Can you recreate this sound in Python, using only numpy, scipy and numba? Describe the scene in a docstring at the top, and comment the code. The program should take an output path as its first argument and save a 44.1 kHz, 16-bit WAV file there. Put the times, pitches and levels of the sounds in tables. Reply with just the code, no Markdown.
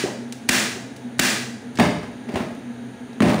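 """A hard-walled workshop: a hand staple gun snaps into a padded seat board on a table and its lever ticks.
Then the gun is set down and the seat is shifted, flipped and dropped, while a fan rumbles, hisses and hums.
Cracks, ticks and clatter are decaying noise, thuds and gun body are ringing modes, sliding cloth is grainy
noise. A noise tail gives the echo; a limiter holds down each bang."""
import sys
import numpy as np
from scipy import signal
from scipy.fft import rfft, irfft
from scipy.io import wavfile
from scipy.ndimage import uniform_filter1d
from numba import njit

SR = 44100
rng = np.random.default_rng(int(sys.argv[2]) if len(sys.argv) > 2 else 0)


def transcribe(signal):
    """Save signal, clipped to [-1, 1], as a 16-bit WAV file at the path in sys.argv[1]."""
    frames = np.atleast_2d(signal).T
    limited = np.clip(frames, -1, 1)
    pcm = np.round(limited * 32767).astype(np.int16)
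    wavfile.write(sys.argv[1], SR, pcm)


def ratio_of_db(decibels):
    """Turn decibels (scalar or array-like) into linear amplitude factors; 0 dB maps to 1."""
    return 10 ** (np.asarray(decibels, float) / 20)


N = 149940  # length in samples
LEAD = 13230  # samples of sound before the start

# staple shots, the first before the start so that only its echo is heard:
# (time [s], level [dB], ring of the gun's body [dB])
SHOT_EVENTS = [(-.2, 3, 1), (.4888, 1.5, -5), (1.193, 1, -2)]
# relative spectrum of the gun's cracks and ticks: (frequency [Hz], level per Hz [dB])
CRACK_SPECTRUM = [(290, 5), (500, -12.5), (603, 0.5), (727, -4.5), (957, -7), (999, -4.5), (1220, -5.5),
                  (1540, 1), (1910, 1.5), (3260, -3.5), (5890, -6), (9750, -10.5), (13400, -24),
                  (15700, -10.5)]
# relative spectrum of clatter and rubbing on the table: (frequency [Hz], level per Hz [dB])
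CLATTER_SPECTRUM = [(290, -21), (500, -1), (771, -2), (840, -5), (957, -6), (1390, -11.5), (1970, -10.5),
                    (2440, -14), (8090, -31), (9210, -26.5), (12500, -48), (15700, -32)]


def evened(x):
    """Scales to rms 1."""
    return x / np.sqrt(np.mean(x ** 2) + 1e-20)


def read(points, hz):
    """Reads a spectrum table on a log frequency axis."""
    f, value = np.transpose(points)
    return np.interp(np.log(hz + 1), np.log(f + 1), value)


def add(mix, s, sound):
    """Mixes a sound in at time s."""
    part = mix[:, max(round(s * SR) + LEAD, 0):][:, :sound.shape[1]]
    part += sound[:, :part.shape[1]]


def coloured(gain_at, size):
    """Noise of rms 1 with the given gain by frequency."""
    hz = np.fft.rfftfreq(size, 1 / SR)
    return evened(irfft(rfft(rng.standard_normal(size)) * gain_at(hz), size))


def bell(hz, centre_hz, octaves):
    """Bell-shaped gain around a centre."""
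    return np.exp(-.5 * (np.log2((hz + 1) / centre_hz) / octaves) ** 2)


def ring(modes, gain):
    """Struck modes dying away as decaying sines."""
    hz, db, t60 = np.transpose(modes)[:, :, None]
    t = np.arange(8192) / SR
    return (gain * ratio_of_db(db - 60 * t / t60) * np.sin(2 * np.pi * hz * t)).sum(0)


def burst(gain_at, db, t60, echo_db):
    """A crack of coloured noise that dies at once; second row: a click of that colour that feeds the room."""
    t = np.arange(4096) / SR
    envelope = ratio_of_db(db - 60 * t / t60) * np.minimum(t / 0.00012, 1)
    crack = envelope * coloured(gain_at, size=4096)
    click = np.roll(irfft(gain_at(np.fft.rfftfreq(4096, 1 / SR))), shift=128)
    click = click * (np.arange(4096) < 256)
    # the click's energy follows that of the decaying crack
    decay_norm = np.sqrt(t60 * SR / np.log(1e6))
    return np.array([crack, click * ratio_of_db(db + echo_db) * decay_norm / np.linalg.norm(click)])


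def thud(db, centre_hz):
    """The table modes near the centre ring out; the room gets a wider, duller click."""
    # modes of the table top and seat board: (frequency [Hz], level [dB], t60 [s])
    board_modes = [(72, 0, .15), (92, -6, 0.13), (115.7, -26.5, 0.074), (178, -7, 0.033), (221.4, 9, 0.12),
                   (250, 2, 0.23), (300, 0.5, 0.059), (387, 0, 0.077), (463, -15, 0.02),
                   (585, -23.5, 0.017), (750, -63, 0.052)]
    octaves, echo_octaves = 0.28, 0.77
    rise_s, echo_db = 0.0019, -3
    gain = bell(np.transpose(board_modes)[0][:, None], centre_hz, octaves)
    onset = np.minimum(np.arange(8192) / SR / rise_s, 1)
    direct = ring(board_modes, gain / gain.sum()) * onset
    click = np.roll(irfft(bell(np.fft.rfftfreq(8192, 1 / SR), centre_hz, echo_octaves)), shift=256)
    click = click * (np.arange(8192) < 512) / np.linalg.norm(click)
    return ratio_of_db(db) * np.array([direct, ratio_of_db(echo_db) * np.linalg.norm(direct) * click])


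def fan():
    """Steady fan: rumble and hiss of shaped noise, hum of narrow noise bands that waver like fuzzy tones."""
    # relative rumble spectrum: (frequency [Hz], level per Hz [dB])
    rumble_spectrum = [(25, -45), (60, -23), (95, -12), (150, -14.5), (200, -5.5), (250, 3), (320, -11.5),
                       (450, -8), (620, -18.5), (800, -14.5), (1000, -20.5), (1300, -55)]
    # relative hiss spectrum: (frequency [Hz], level per Hz [dB])
    hiss_spectrum = [(590, -65), (1000, -10.5), (1220, -3.5), (1320, -3), (1640, -1), (2890, -9),
                     (3760, -10.5), (4790, -16.5), (5130, -24), (6470, -12), (8050, -27), (9030, -13),
                     (12600, -39), (15700, -27)]
    # hum lines: (frequency [Hz], width [Hz], level [dB])
    hum_lines = [(127.4, 7.7, -45.5), (238.4, 15.5, -37), (678, 11, -57), (1654, 30, -60.5),
                 (3810, 22, -66.5)]
    rumble_db, hiss_db = -39, -49.5
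    out = ratio_of_db(rumble_db) * coloured(lambda hz: ratio_of_db(read(rumble_spectrum, hz)), size=N + LEAD)
    out += ratio_of_db(hiss_db) * coloured(lambda hz: ratio_of_db(read(hiss_spectrum, hz)), size=N + LEAD)
    for line_hz, width_hz, db in hum_lines:
        out += ratio_of_db(db) * coloured(lambda hz: 1 / (1 + (2 * (hz - line_hz) / width_hz) ** 2), size=N + LEAD)
    return out


def shots():
    """Each shot is three quick noise cracks and a thud in the board."""
    # spring release, driver on staple, rebound: (delay [s], level [dB], t60 [s])
    crack_parts = [(0, -3, 0.037), (.0024, 13, 0.017), (.006, 2, .025)]
    low_hz, echo_db = 350, 5.5  # cracks thin out below low_hz
    thud_db, thud_hz, thud_delay_s, thud_echo_db = -1, 259, .006, -7

    def colour(hz):
        return ratio_of_db(read(CRACK_SPECTRUM, hz)) * np.minimum(hz / low_hz, 1) ** 2

    out = np.zeros((2, N + LEAD))
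    for s, db, _ in SHOT_EVENTS:
        for delay, part_db, t60 in crack_parts:
            crack = burst(colour, db + part_db, t60, echo_db)
            # the room smears the three into one echo, fed by the first
            add(out, s + delay, crack * [[1], [delay == 0]])
        board = thud(db + thud_db, thud_hz) * ratio_of_db(np.array([[0], [thud_echo_db]]))
        add(out, s + thud_delay_s, board)
    return out


def gun_body():
    """The gun's steel body rings in its modes at each shot and as it touches the table."""
    # modes of the steel body: (frequency [Hz], level [dB], t60 [s])
    body_modes = [(1650, -16, .012), (2150, -15, .012), (3030, -21, .012), (3750, -21, .012),
                  (4690, -20, .015), (5670, -24, .01), (6610, -23, .01), (9220, -28, .008)]
    # ringing as the gun touches the table: (time [s], level [dB])
    touches = [(1.787, -22), (1.797, -9.5), (2.3, -30)]
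    echo_db = 11
    out = np.zeros((2, N + LEAD))
    for s, db in [row[::2] for row in SHOT_EVENTS] + touches:
        signs = rng.choice([-1., 1.], (len(body_modes), 1))
        add(out, s, ratio_of_db(db + np.array([[0], [echo_db]])) * ring(body_modes, signs))
    return out


def room(x):
    """Dense echoes that build up quickly, each band of the noise tail dying at its own speed."""
    # decay by band: (frequency [Hz], t60 [s])
    decay_times = [(100, 0.77), (300, 0.57), (1000, 0.58), (3000, 0.56), (7000, 0.59), (12000, 0.46)]
    build_s = 0.011
    hz, t, z = signal.stft(rng.standard_normal(SR), SR, nperseg=256)
    tail = signal.istft(z * ratio_of_db(-60 * t / read(decay_times, hz)[:, None]), SR, nperseg=256)[1]
    tail = tail * (1 - np.exp(-(np.arange(len(tail)) / SR / build_s) ** 2))
    return signal.fftconvolve(x, tail / np.linalg.norm(tail))[:len(x)]


def knocks():
    """Gun and seat knock on the table: a modal thud just behind a burst of clatter noise."""
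    # knocks: (time [s], thud level [dB], thud centre [Hz], clatter level [dB])
    knock_events = [(0.0362, -3.5, 372, -54), (0.759, -17.5, 382, -47), (1.79, -13, 110, -30),
                    (1.787, -12.5, 216, -17), (1.797, -2.5, 350, -7.5), (1.804, -3.5, 194, -30),
                    (2.031, -23, 300, -33), (2.286, -22, 300, -36), (2.291, -16.5, 350, -33),
                    (2.337, -12, 300, -42), (2.357, -11, 450, -20), (2.345, -12.5, 107, -31),
                    (2.37, -8, 500, -28), (2.403, -17, 250, -30.5), (3.2044, -1, 210, -16),
                    (3.221, -17, 100, -11.5), (3.228, -1, 193, -18), (3.253, -7, 300, -21)]
    thud_lag_s, clatter_t60_s, clatter_echo_db = 0.001736, 0.07, -0.5
    out = np.zeros((2, N + LEAD))
    for s, thud_db, centre_hz, clatter_db in knock_events:
        add(out, s + thud_lag_s, thud(thud_db, centre_hz))
        clatter = burst(lambda hz: ratio_of_db(read(CLATTER_SPECTRUM, hz)), clatter_db, clatter_t60_s, clatter_echo_db)
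        add(out, s, clatter)
    return out


def ticks():
    """Small metal ticks of the gun and its lever: short noise bursts, each around its own pitch."""
    # ticks: (time [s], level [dB], centre [Hz])
    tick_events = [(0.324, -29, 6500), (0.483, -42, 6800), (.963, -38, 6900), (1.184, -39, 7100),
                   (1.755, -36, 5970), (1.773, -27.5, 2500), (2.34, -37, 5000), (2.548, -48, 12000),
                   (3.131, -49, 5000)]
    t60_s, octaves, echo_db = 0.039, 1.34, -6
    out = np.zeros((2, N + LEAD))
    for s, db, centre_hz in tick_events:
        tick = burst(lambda hz: bell(hz, centre_hz, octaves) * ratio_of_db(read(CRACK_SPECTRUM, hz)),
                     db, t60_s, echo_db)
        add(out, s, tick)
    return out


def slide():
    """Seat cloth rubs on the table: noise roughened by random grains; it feeds no echo."""
    # loudness of the rub: (time [s], level [dB])
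    rub_levels = [(2.2, -84), (2.28, -49), (2.33, -43), (2.4, -38), (2.55, -51), (2.7, -67), (3.2, -77),
                  (3.23, -26), (3.3, -22.5), (3.4, -27.5)]
    grains_per_s, grain_spread_db, grain_decay_s = 390, 3, 0.0012
    grain_share = 0.44  # the rest is smooth
    sizes = ratio_of_db(grain_spread_db * np.minimum(rng.exponential(1, N), 4))
    grains = (rng.random(N) < grains_per_s / SR) * sizes
    grains = evened(signal.lfilter([1], [1, -np.exp(-1 / (grain_decay_s * SR))], grains))
    rub = coloured(lambda hz: ratio_of_db(read(CLATTER_SPECTRUM, hz)), size=N)
    rub = rub * (1 - grain_share + grain_share * grains)
    t, db = np.transpose(rub_levels)
    level = ratio_of_db(np.interp(np.arange(N) / SR, t, db, -120, -120))
    out = np.zeros((2, N + LEAD))
    add(out, 0, level * rub[None] * [[1], [0]])
    return out


def scene():
    """Gun and table sounds, their echo and the fan."""
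    direct, sent = shots() + gun_body() + knocks() + ticks() + slide()  # rows: direct, sent to the room
    return (direct + room(sent) + fan())[None, LEAD:]


@njit
def follow(over_db, clamp_rate, release_rate):
    """Limiter gain follower: quick to clamp, slow to let go."""
    out, held = np.zeros(len(over_db)), 0.
    for i in range(len(over_db)):
        held += (clamp_rate if over_db[i] > held else release_rate) * (over_db[i] - held)
        out[i] = held
    return out


def top_cut(x):
    """Nothing passes above the cut-off."""
    return signal.sosfilt(signal.butter(12, 16680, fs=SR, output="sos"), x)


def record(dry):
    """The microphone's band; a look-ahead limiter clamps each bang and lets the echo swell back; soft clip."""
    low_cut_hz, high_cut_hz = 58, 15620
    limit_db, ratio = -8.5, 14
    attack_s, release_s, ahead_s = 0.00016, 0.048, 0.0015
    ceiling = .95  # full scale is 1
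    x = signal.sosfilt(signal.butter(6, low_cut_hz, "high", fs=SR, output="sos"), dry)
    level_db = 10 * np.log10(abs(uniform_filter1d(x[0] ** 2, size=88)) + 1e-12)  # power over 2 ms
    over_db = np.maximum(level_db - limit_db, 0) * (1 - 1 / ratio)
    cut_db = follow(over_db, 1 / (attack_s * SR), 1 / (release_s * SR))
    t = np.arange(N) / SR
    x = x / ratio_of_db(np.interp(t + ahead_s, t, cut_db))
    clipped = ceiling * np.tanh(x / ceiling)
    mix = signal.oaconvolve(clipped, signal.firwin(255, high_cut_hz, fs=SR)[None], "same")
    return top_cut(mix)


dry = scene()
out = record(dry)
transcribe(out)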